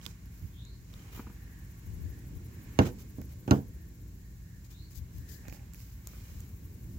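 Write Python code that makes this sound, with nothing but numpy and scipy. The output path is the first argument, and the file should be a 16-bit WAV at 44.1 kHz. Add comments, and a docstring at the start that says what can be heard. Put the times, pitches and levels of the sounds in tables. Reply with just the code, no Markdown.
"""At the open engine bay of a parked car, engine off. Two hard knocks ring the bodywork, each with a
small rebound. Close by, a hand scuffs and scrapes over the parts, bumps hollow plastic and makes
small ticks. Far birds give two rising whistles and a few level notes, and a faint run of falling
chirps sits high in the treble. Behind it all are a low outdoor rumble, a far machine's hum,
puffs of breeze and a soft hiss."""
import sys
import numpy as np
from scipy import signal
from scipy.fft import rfft, irfft, next_fast_len
from scipy.io import wavfile
from scipy.ndimage import uniform_filter1d

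SR = 44100
rng = np.random.default_rng(int(sys.argv[2]) if len(sys.argv) > 2 else 0)


def waveform_to_disk(signal):
    """Save audio, clipped to [-1, 1], as 16-bit WAV at the path in sys.argv[1]."""
    frames = np.transpose(np.atleast_2d(signal))
    scaled = np.clip(frames, -1, 1) * 32767
    samples = np.round(scaled).astype(np.int16)
    wavfile.write(sys.argv[1], SR, samples)


N = 308170
TIME = np.arange(N) / SR
SIDES = np.array([[0.5], [-0.5]])   # splits a pan_db between left and right; above 0 is to the left

# Blows on the bodywork: start_s, strength_db, spot (place struck, 0 to 1), snap_db, rattle_db
KNOCKS = [(2.7895, 3.5, 0.06, 7.5, 8.5), (2.8108, -14, 0, -25, -4), (2.859, -14, 0.05, -42, -6.5),
          (3.1831, -19, 0.4, -57, -23), (3.4781, -12, 0, -15, -4), (3.5098, 3.5, 0.6, 1.5, 7.5),
          (3.5759, -14.5, 0.93, -55, -32)]
# The bodywork's ringing tones: pitch_hz, ring_s (time to fall 60 dB), spot_0_db, spot_1_db
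BODY_TONES = [(90.5, .18, -38, -43), (101, 0.15, -28.5, -22), (116, .045, -18.5, -19.5),
              (133.5, 0.17, -23, -15.5), (152, 0.19, -25, -39), (206.8, 0.18, -20.5, -16.5),
              (253.5, 0.11, -18, -20.5), (279, 0.11, -18.5, -13.5), (313, 0.14, -37, -32.5),
              (347, .16, -21, -37), (403, 0.1, -25, -37), (444, 0.16, -29.5, -30), (492.6, 0.18, -28, -37),
              (527.5, .13, -32, -32), (599, 0.084, -26, -24.5), (686, 0.13, -39, -27), (747, .09, -32, -27),
              (782, .09, -27, -28), (828, 0.11, -33, -42), (880, .1, -45, -37), (918, 0.12, -35, -34),
              (1040, 0.16, -42, -42), (1100, .11, -38, -37), (1187, .13, -49, -41),
              (1403, 0.081, -36.5, -24.5), (1500, 0.077, -44, -36.5), (1764, .06, -32, -59),
              (2115, 0.045, -39, -53), (2733, 0.026, -31, -44.5)]
# Which side those tones lean to: pitch_hz, pan_db
BODY_PAN = [(90, 3), (160, -4), (270, -5.5), (500, 3.5), (1400, -4), (2700, -13)]
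# Colour (strength from low to high) of a blow's first snap: pitch_hz, spot_0_db, spot_1_db
SNAP_COLOUR = [(500, 20, 10), (900, 18, 10), (1300, 2, 4), (2000, -1, -8), (2750, -2, -2), (3400, -9, -8),
               (4300, -6, 5), (5400, -9, 1), (6700, -1, 8), (7600, -9, 1), (8600, -28, -20),
               (12000, -22, -13), (16000, -30, -20)]
# How long the snap lasts, shortest in the treble: pitch_hz, ring_s
SNAP_DECAY = [(600, 0.049), (2700, 0.033), (6500, .012), (14000, 0.016)]
# Colour of loose parts shaken by a blow: pitch_hz, level_db
RATTLE_COLOUR = [(50, -17), (100, 0), (250, 3.5), (450, 2), (780, -9.5), (1050, -11.5), (1400, -10),
                 (2500, -21.5), (4500, -30.5), (6700, -29.5), (9000, -38), (15000, -46)]
# How long they ring on: pitch_hz, ring_s
RATTLE_DECAY = [(80, 0.54), (250, 0.27), (600, 0.24), (1500, 0.18), (4000, 0.19), (14000, 0.15)]

# Fingers bumping a hollow plastic part: start_s, level_db, ring_s, pan_db
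BUMPS = [(0.0652, -61.5, 0.09, -22), (0.9402, -50, 0.019, -2), (1.175, -51.5, 0.078, 4),
         (1.1932, -44, 0.098, -0.5), (1.201, -38, 0.021, 4), (1.268, -49, 0.075, 1),
         (1.2970, -57.5, 0.15, -2), (3.2182, -41, 0.0075, -19), (5.4833, -42.5, 0.0098, -28.5),
         (5.5252, -43, 0.0083, -26), (6.1339, -50, 0.018, -15)]
# That part's tones: pitch_hz, level_db, ring_factor (times the bump's ring_s)
PLASTIC_TONES = [(210.4, 8.5, 0.96), (329, 7, 0.51), (471, -7, 1.8), (880, -6, 0.5), (966, -2.5, 0.65),
                 (1220, 4.5, 0.18), (1460, -8.5, 1.14), (1590, -14, 0.67), (2400, -14, 1.2)]
# Small ticks of the hand: start_s, ring_db, pitch_hz, snap_db, top_treble_db, pan_db
TICKS = [(0.0144, -53, 3170, -56, -16, -21), (0.0549, -46, 3500, -52, -6, -25),
         (0.0638, -36.5, 3550, -37, -8.5, -28.5), (0.258, -66, 7000, -45, 10, -8),
         (0.6518, -44, 6800, -61, -8, -6), (0.9395, -42, 3670, -53, -8, -7),
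         (3.216, -55, 7200, -40, -4, -9), (4.91, -62, 5000, -46.5, 4, 14), (5.1835, -63, 7000, -44, 7, -3),
         (5.4826, -50, 5200, -36, -7, 6), (5.498, -46, 2400, -43, -4, -12),
         (5.526, -44, 2500, -45, -2, -13), (5.7355, -42, 7500, -45, 9, -10),
         (5.7457, -48, 2520, -44, 4, -13), (5.779, -53, 7000, -52, 0, -6),
         (5.8032, -56, 2700, -44.5, 2, -13), (6.0722, -36.5, 6700, -33, -3, 7),
         (6.405, -42, 7240, -48, -5, -5)]
# Colour of a tick: pitch_hz, level_db
TICK_COLOUR = [(200, 11), (700, -6), (1500, -1.5), (3500, -11), (5000, 3), (7000, 6), (9000, -17.5),
               (12000, 6), (16000, 6)]
# The hand sliding on a casing: start_s, length_s, hiss_db, sizzle_db, rub_db, pan_db (not for the rub)
SCUFFS = [(0.008, 0.15, -59.5, -69, -63, -9.5), (0.294, 0.36, -70, -61, -76, -1),
          (0.865, 0.53, -67.5, -69, -63.5, -3), (1.117, 0.13, -62, -53.5, -61.5, 3),
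          (2.811, 0.078, -54.5, -60, -47.5, -3), (2.849, 0.065, -54, -55, -54.5, -3),
          (2.979, 0.07, -59.5, -59, -64, -3), (3.288, 0.07, -66, -65, -68.5, -4),
          (3.5, 0.11, -57, -53.5, -63, 0), (4.642, 0.031, -63, -64, -71, 8),
          (4.7, 0.059, -62.5, -61, -67.5, 8.5), (4.901, 0.047, -62, -60, -85, 9),
          (4.944, 0.063, -58, -54, -85, 13.5), (5.118, 0.13, -69, -64, -90, 12),
          (5.276, 0.12, -59.5, -55.5, -87, 13.5), (5.522, 0.067, -59.5, -56, -66, -5),
          (5.715, 0.32, -63, -59.5, -78, 0), (6.018, 0.57, -64.5, -61, -64.5, -1.5)]
# Colour of the sliding hand's hiss: pitch_hz, level_db
SCUFF_HISS_COLOUR = [(1500, -7), (3200, -0.5), (4500, 5.5), (7000, 8), (9000, -2), (12000, -0.5),
                     (15500, -1.5)]
# Colour of its lower rub: pitch_hz, level_db
SCUFF_RUB_COLOUR = [(150, -32), (400, 9), (700, 4), (1200, 4.5), (2500, 4.5), (4000, -2), (8000, -31)]
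# Gritty scrapes of a fingertip: start_s, length_s, level_db, pan_db
SCRAPES = [(0.99, 0.5, -68, -4), (5.421, 0.16, -64, -13), (5.52, 0.19, -68.5, -8)]
# Tones that the grit sets ringing: pitch_hz, ring_s, level_db
GRIT_TONES = [(570, 0.0081, 4.5), (815, 0.025, 3), (1260, 0.0058, 0), (1760, 0.0092, 4), (2270, 0.011, 3.5),
              (2640, 0.015, 2)]

# Rising bird whistles: start_s, length_s, start_hz, top_hz, level_db, fade_db (over the whistle)
WHISTLES = [(0.524, 0.3, 3340, 4240, -62, 11), (4.709, 0.21, 3610, 4310, -62.5, -1)]
# Far bird calls on one pitch: start_s, length_s, level_db
FAR_CALLS = [(1.29, 0.47, -65.5), (1.982, 0.31, -67.5), (2.473, 0.23, -69), (3.66, 0.29, -71.5),
             (4.13, 0.25, -74), (4.396, 0.26, -70), (5.103, 0.54, -66)]
# A run of chirps that quickens, fades and comes back: time_s, chirps_until_next_row, level_db
CHIRP_RUN = [(0, 12, -95), (1.1, 2, -85), (1.328, 2, -69), (1.529, 3, -68), (1.714, 3, -67),
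             (1.942, 3, -66), (2.184, 5, -68), (2.637, 4, -66), (3.021, 5, -67), (3.404, 3, -66),
             (3.617, 8, -67), (4.153, 5, -71), (4.427, 19, -75), (5.75, 6, -88), (6.247, 5, -71),
             (6.65, 4, -68), (7.02, 0, -71)]
# The chirps' overtones: pitch_multiple, level_db
CHIRP_OVERTONES = [(2, -6), (3, -3), (4, 2.5), (5, 3)]

# Colour of the outdoor rumble and the breeze: pitch_hz, level_db
RUMBLE_COLOUR = [(20, 5), (30, 2), (42, 4.5), (55, 2), (85, 3), (120, -3.5), (170, -14), (250, -21.5),
                 (500, -55.5)]
# Puffs of breeze on the microphone: start_s, length_s, level_db, pan_db
PUFFS = [(0.415, 0.05, -38, -7), (1.113, 0.088, -39, 0), (1.84, 0.14, -40, 11.5), (1.962, 0.16, -41, 16),
         (2.316, 0.059, -41, 15), (4.952, 0.09, -42.5, 14.5), (5.135, 0.072, -43, 11.5),
         (6.278, 0.18, -41.5, 1), (6.58, 0.1, -51, 2), (6.805, 0.23, -42, -1)]
# Tones of the far machine: pitch_hz, level_db
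HUM_TONES = [(53.8, -51), (120, -57.5), (166.9, -60), (193.8, -63)]
# Colour of the low rush of the surroundings: pitch_hz, level_db
RUSH_COLOUR = [(100, 2.5), (200, 0.5), (290, 0.5), (400, -7.5), (600, -19), (1000, -28.5), (2000, -69)]
# How that rush slowly swells and sinks: time_s, level_db
RUSH_LEVEL = [(0.0, -68), (0.27, -64.5), (1.75, -63), (2.02, -56.5), (3.5, -59), (4.48, -65), (4.88, -65.5),
              (5.33, -59), (5.9, -65.5), (6.99, -58)]
# Colour of moving air, in the middle pitches: pitch_hz, level_db
AIR_COLOUR = [(600, -3), (1000, 0.5), (1350, -2), (1800, 3), (2400, 0), (3200, -7.5), (5000, -19)]
# How the air's sound rises and falls: time_s, level_db
AIR_LEVEL = [(0.0, -66.5), (0.95, -71), (1.09, -66), (2.41, -67.5), (2.8, -61), (2.94, -68), (4.3, -72),
             (5.6, -68), (6.3, -69), (6.99, -70)]
# Colour of the background hiss: pitch_hz, level_db
HISS_COLOUR = [(1500, -13), (3200, -5), (3900, 5), (4500, 3), (5500, 5), (7300, 9), (8700, -5), (10500, 0),
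               (12500, 3.5), (16000, 3)]
# How the hiss drifts: time_s, level_db, pan_db
HISS_LEVEL = [(0.15, -64.5, 0), (0.42, -65, 1), (0.62, -66.5, -2), (0.82, -63.5, -2.5), (1.0, -63.5, 3),
              (1.45, -64, 3), (2.15, -62, 0), (2.35, -63.5, 0.5), (2.7, -61.5, -1), (3.7, -65, 1),
              (4.55, -64.5, -1), (5.1, -65, -1), (5.35, -60, 4), (5.68, -64.5, -4), (5.85, -67, 0),
              (6.4, -60, 0), (6.5, -64.5, 1), (6.99, -63.5, 2)]
# Which side the background hiss and sizzle lean to: pitch_hz, pan_db
HISS_PAN = [(2000, 0), (4500, 1.5), (7300, 0.5), (9200, 8.5), (12000, 3), (16000, 7.5)]
# Colour of sizzle, the thin top of the treble: pitch_hz, level_db
SIZZLE_COLOUR = [(7000, -9), (9500, -16.5), (11900, 4), (13000, -1), (14200, 3), (15300, 4)]
# How the background sizzle grows: time_s, level_db
SIZZLE_LEVEL = [(0, -85), (4.5, -71), (5.2, -68), (5.65, -71), (5.9, -63), (6.4, -62.5), (6.99, -64)]
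# How alike a noise is on the left and right: pitch_hz, likeness (1 = the same, 0 = unrelated)
LIKENESS = [(40, 1), (300, 0.87), (600, 0.51), (1200, 0), (3000, 0), (16000, 0)]
# A noise that leans to neither side: pitch_hz, pan_db
CENTRED = [(20, 0), (16000, 0)]


def knocks(snap_gain_db=-14, click_db=10, snap_pan_db=-7, rattle_gain_db=-26, rattle_pan_db=-3):
    """Each blow is a click with its snap, the body's boom and a short rattle, mostly from the right."""
    out, t = np.zeros((2, N)), TIME[:SR // 3]
    for s, strength_db, spot, snap_db, rattle_db in KNOCKS:
        # a stiffer spot snaps brighter
        colour = [(hz, db_0 + spot * (db_1 - db_0)) for hz, db_0, db_1 in SNAP_COLOUR]
        snap = die_away(noise(colour, size=4096)[0], SNAP_DECAY) - from_db(click_db) * click(colour)
        add(out, s, body_ring(strength_db, spot, t))
        add(out, s, placed(from_db(snap_gain_db + snap_db) * snap, snap_pan_db, lag_s=0.00044))
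        add(out, s, from_db(rattle_gain_db + rattle_db + SIDES * rattle_pan_db) * rattle(t))
    return out


def body_ring(strength_db, spot, t, softness=0.61, soft_above_hz=450):
    """The struck panel rings with many tones; the spot that is hit sets each one's share."""
    out = 0
    for hz, ring_s, db_0, db_1 in BODY_TONES:
        share_db = db_0 + spot * (db_1 - db_0)
        # a lighter blow stays longer in contact, so it loses more high tones than low ones
        blow_db = strength_db * (1 + softness * max(np.log2(hz / soft_above_hz), 0))
        travel_s = 0.0013 * np.sqrt(200 / hz)   # low tones cross a bending panel more slowly
        ring = -from_db(share_db + blow_db) * struck_tone(hz, ring_s, t - travel_s)
        out = out + placed(ring, at_hz(BODY_PAN, hz), lag_s=0.00028)
    return out


def rattle(t, rise_s=0.00066):
    """Many loose parts around the bay ring weakly and blend into a dying noise."""
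    return die_away(noise(RATTLE_COLOUR, size=len(t)), RATTLE_DECAY) * (1 - np.exp(-t / rise_s))


def bumps():
    """A soft touch rings the hollow plastic; a finger that stays on it cuts the ring short."""
    out, t = np.zeros((2, N)), TIME[:SR // 4]
    for s, db, ring_s, pan_db in BUMPS:
        ring = sum((-1) ** k * from_db(tone_db) * struck_tone(hz, ring_s * factor, t)
                   for k, (hz, tone_db, factor) in enumerate(PLASTIC_TONES))
        add(out, s, placed(from_db(db) * ring, pan_db))
    return out


def ticks(snap_s=0.0052, ring_s=0.0065, echo_s=0.4, echo_db=-23, top_treble_hz=8000):
    """Each tick of the hand is a dry snap, a brief ring of the casing and a faint echo from the bay."""
    out, t = np.zeros((2, N)), TIME[:4096]
    for s, ring_db, pitch_hz, snap_db, top_db, pan_db in TICKS:
        colour = [(hz, db + top_db * (hz > top_treble_hz)) for hz, db in TICK_COLOUR]
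        snap = from_db(snap_db - 60 * t / snap_s) * unit_level(noise(colour, size=len(t))[0])
        ring = from_db(ring_db) * struck_tone(pitch_hz, ring_s, t)
        echo = from_db(snap_db + echo_db - 60 * t / echo_s) * noise(colour, size=len(t))
        add(out, s, placed(snap + ring, pan_db) + echo)
    return out


def scuffs(grain_db=2.5, rub_pan_db=-4):
    """Sliding skin catches and lets go, so its hiss is grainy."""
    grain = from_db(grain_db * wobble(smooth_samples=160))
    hiss, sizzle, rub = 0, 0, 0
    for s, length, hiss_db, sizzle_db, rub_db, pan_db in SCUFFS:
        pressure = stroke(s, length)
        hiss = hiss + from_db(hiss_db + SIDES * pan_db) * pressure
        sizzle = sizzle + from_db(sizzle_db + SIDES * pan_db) * pressure
        rub = rub + from_db(rub_db + SIDES * rub_pan_db) * pressure
    treble = hiss * noise(SCUFF_HISS_COLOUR) + sizzle * noise(SIZZLE_COLOUR)
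    return bay_echoes(grain * (treble + rub * noise(SCUFF_RUB_COLOUR)))


def scrapes(grains_per_s=500, spread_db=6):
    """Grit under a fingertip catches unevenly; each catch rings the surface for an instant."""
    catches = rng.random(N) < grains_per_s / SR
    strength = from_db(spread_db * np.minimum(rng.exponential(1, N), 3))
    crackle = 0
    for hz, ring_s, db in GRIT_TONES:
        kicks = catches * strength * rng.standard_normal(N)
        ring = from_db(db) * struck_tone(hz, ring_s, TIME[:SR // 40])
        crackle = crackle + signal.fftconvolve(kicks, ring)[:N]
    level = sum(from_db(db + SIDES * pan_db) * stroke(s, length) for s, length, db, pan_db in SCRAPES)
    return bay_echoes(level * unit_level(crackle))


def bird_whistles(blur_hz=245, overshoot=1.3):
    """A bird's hoarse whistle slides up, then turns over at the top and dips."""
    blur, out = slow_noise(blur_hz), 0
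    for s, length, start_hz, top_hz, db, fade_db in WHISTLES:
        progress = np.clip((TIME - s) / length, 0, 1)
        pitch_hz = start_hz + (top_hz - start_hz) * np.sin(np.pi / 2 * overshoot * progress) ** 2
        phase = 2 * np.pi * np.cumsum(pitch_hz) / SR
        level = from_db(db - fade_db * (progress - 0.5)) * swell(s, length) ** 2
        out = out + level * (blur[0] * np.cos(phase) + blur[1] * np.sin(phase))
    return out


def far_calls(pitch_hz=1790, blur_hz=135, pan_db=-6):
    """Bird notes on one pitch swell and fade, blurred by distance."""
    blur = slow_noise(blur_hz)
    level = sum(from_db(db) * swell(s, length) ** 2 for s, length, db in FAR_CALLS)
    phase = 2 * np.pi * pitch_hz * TIME
    return from_db(SIDES * pan_db) * level * (blur[0] * np.cos(phase) + blur[1] * np.sin(phase))


def chirps(top_hz=4400, bottom_hz=2750, rough_hz=115, flicker_db=3.5, sizzle_db=8, pan_db=9):
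    """Thin, sizzling chirps grow as they slide down; only the overtones of the sliding pitch sound."""
    times, counts, levels = np.transpose(CHIRP_RUN)
    so_far, level_db = over_time(np.transpose([times, np.cumsum(counts) - counts, levels]))
    progress = np.minimum((so_far + 0.37) % 1 / 0.55, 1)   # a chirp fills 55% of its turn, then rests
    pitch_hz = top_hz + (bottom_hz - top_hz) * progress + rough_hz * wobble(smooth_samples=30)
    phase = 2 * np.pi * np.cumsum(pitch_hz) / SR
    flickers = from_db(flicker_db * wobble(smooth_samples=200, shape=(len(CHIRP_OVERTONES), N)))
    overtones = sum(from_db(db) * flicker * np.sin(multiple * phase)
                    for (multiple, db), flicker in zip(CHIRP_OVERTONES, flickers))
    sizzle = from_db(sizzle_db + SIDES * pan_db) * noise(SIZZLE_COLOUR)
    level = from_db(level_db - 4.5) * np.sqrt(np.abs(np.sin(np.pi * progress ** 2)))
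    return level * (placed(overtones, pan_db) + sizzle)


def breeze():
    """Puffs of wind catch the microphone and rumble, often more on one side."""
    level = sum(from_db(db + SIDES * pan_db) * swell(s, length) for s, length, db, pan_db in PUFFS)
    return level * noise(RUMBLE_COLOUR)


def machine_hum():
    """A far machine holds a few steady low tones."""
    return sum(from_db(db) * np.sqrt(2) * np.sin(2 * np.pi * (hz * TIME + rng.random()))
               for hz, db in HUM_TONES)


def outdoor_rumble(rumble_db=-45.5, follow_share=0.32, rush_gain_db=3.5):
    """A low, distant rush swells and sinks, and a deeper rumble partly follows it."""
    rush_db, = over_time(RUSH_LEVEL)
    rumble = from_db(rumble_db + follow_share * (rush_db - rush_db.mean())) * noise(RUMBLE_COLOUR)
    return rumble + from_db(rush_gain_db + rush_db) * noise(RUSH_COLOUR)


def air_and_hiss(air_gain_db=0.5, air_pan_db=-6):
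    """Moving air, a soft hiss and a thin sizzle, all echoing in the bay."""
    (air_db,), (sizzle_db,) = over_time(AIR_LEVEL), over_time(SIZZLE_LEVEL)
    hiss_db, hiss_pan_db = over_time(HISS_LEVEL)
    air = from_db(air_gain_db + air_db + SIDES * air_pan_db) * noise(AIR_COLOUR)
    hiss = from_db(hiss_db + SIDES * hiss_pan_db) * noise(HISS_COLOUR, pan=HISS_PAN)
    sizzle = from_db(sizzle_db) * noise(SIZZLE_COLOUR, pan=HISS_PAN)
    return bay_echoes(air) + bay_echoes(hiss + sizzle, echo_db=-14)


def bay_echoes(sound, echo_db=-13, soonest_s=0.0006, latest_s=0.007, count=6):
    """Quick echoes between the engine parts colour a sound, differently on each side."""
    lags = (rng.uniform(soonest_s, latest_s, (2, count)) * SR).astype(int)
    echoes = np.array([sum((-1) ** k * np.roll(side, lag) for k, lag in enumerate(row))
                       for side, row in zip(sound, lags)])
    return (sound + from_db(echo_db) * echoes) / np.sqrt(1 + count * from_db(echo_db) ** 2)


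def panel_bass_loss(sound, lowest_hz=75):
    """A panel gives off little sound below its lowest tones."""
    return filtered(sound, 3, lowest_hz, "high")


def struck_tone(hz, ring_s, age_s):
    """A tone that is silent until struck, then falls 60 dB in ring_s."""
    age_s = np.maximum(age_s, 0)
    return from_db(-60 * age_s / ring_s) * np.sin(2 * np.pi * hz * age_s)


def click(colour, size=4096):
    """One sharp pulse of a given colour, with energy 1."""
    hz = np.maximum(np.arange(size // 2 + 1) * SR / size, 1)
    cepstrum = irfft(np.log(colour_gain(colour, hz)))
    # folding the late half onto the early half packs the energy at the pulse's start
    cepstrum[1:size // 2] *= 2
    cepstrum[size // 2 + 1:] = 0
    pulse = irfft(np.exp(rfft(cepstrum)))
    return pulse / np.sqrt(np.sum(pulse ** 2))


def noise(colour, size=N, pan=CENTRED):
    """Stereo noise of a given colour, alike on both sides only at low pitches."""
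    padded = next_fast_len(size)
    hz = np.maximum(np.arange(padded // 2 + 1) * SR / padded, 1)
    shared, opposed = rfft(rng.standard_normal((2, padded)))
    alike = np.clip(at_hz(LIKENESS, hz), -1, 1)
    stereo = np.sqrt(1 + alike) * shared + np.sqrt(1 - alike) * opposed * np.sign(SIDES)
    gain = colour_gain(colour, hz) * from_db(SIDES * at_hz(pan, hz))
    return unit_level(irfft(gain * stereo, padded)[:, :size])


def colour_gain(colour, hz):
    """A colour's strength at each pitch, falling away below its first row."""
    return from_db(at_hz(colour, hz)) / np.sqrt(1 + (colour[0][0] / hz) ** 4)


def die_away(sound, decay):
    """Each octave of a sound dies at its own rate."""
    t, out = TIME[:sound.shape[-1]], 0
    for hz in 45 * 2. ** np.arange(9):
        octave = filtered(sound, 2, [hz / np.sqrt(2), hz * np.sqrt(2)], "band")
        out = out + octave * from_db(-60 * t / at_hz(decay, hz))
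    return out


def slow_noise(top_hz):
    """Two slow stereo noises, used to blur a pure tone."""
    return unit_level(filtered(rng.standard_normal((2, 2, N)), 2, top_hz, "low"))


def wobble(smooth_samples, shape=N):
    """A random waver; more smoothing makes it slower."""
    return unit_level(uniform_filter1d(rng.standard_normal(shape), size=smooth_samples))


def stroke(s, length, peak_at=0.19):
    """A rub builds quickly to 1 and tails off."""
    progress = np.clip((TIME - s) / length, 0, 1)
    return np.sin(np.pi / 2 * np.minimum(progress / peak_at, (1 - progress) / (1 - peak_at)))


def swell(s, length):
    """A rounded rise to 1 and back."""
    out, inside = np.zeros(N), slice(*np.searchsorted(TIME, [s, s + length]))
    out[inside] = np.sqrt(np.abs(np.sin(np.pi * (TIME[inside] - s) / length)))
    return out


def placed(sound, pan_db, lag_s=0):
    """Make a sound louder on one side; it reaches the left lag_s later."""
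    t = TIME[:len(sound)]
    return from_db(SIDES * pan_db) * np.array([np.interp(t - lag_s, t, sound, left=0), sound])


def add(out, s, sound):
    """Mix a short stereo sound in at time s."""
    start = int(np.clip(round(s * SR), 0, N - 1))
    out[:, start:start + sound.shape[-1]] += sound[:, :N - start]


def over_time(rows):
    """One curve for each column after the times."""
    times, *columns = np.transpose(rows)
    return [np.interp(TIME, times, column) for column in columns]


def at_hz(rows, hz):
    """Read between a table's rows, with octaves evenly spaced."""
    pitches, values = np.transpose(rows)
    return np.interp(np.log(hz), np.log(pitches), values)


def filtered(sound, steepness, hz, keep):
    """Keep the lows, the highs or a band."""
    return signal.sosfilt(signal.butter(steepness, hz, keep, fs=SR, output="sos"), sound)


def from_db(db):
    """Turn decibels into a multiplier."""
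    return 10 ** (np.asarray(db) / 20)


def unit_level(sound):
    """Scale to an average (rms) level of 1."""
    return sound / np.sqrt(np.mean(sound ** 2) + 1e-20)


def scene():
    """Everything heard at the bay, added together."""
    bodywork = panel_bass_loss(knocks())
    hand = bumps() + ticks() + scuffs() + scrapes()
    background = breeze() + machine_hum() + outdoor_rumble() + air_and_hiss()
    birds = bird_whistles() + far_calls() + chirps()
    return bodywork + hand + birds + background


def record(dry, ceiling=0.77, low_cut_hz=52, high_cut_hz=15850):
    """The microphone rounds the loudest peaks and drops the deepest bass and the highest treble."""
    rounded = ceiling * np.tanh(dry / ceiling)
    thinned = filtered(rounded, 4, low_cut_hz, "high")
    return signal.sosfilt(signal.ellip(10, 0.2, 70, high_cut_hz, fs=SR, output="sos"), thinned)


dry = scene()
out = record(dry)
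waveform_to_disk(out)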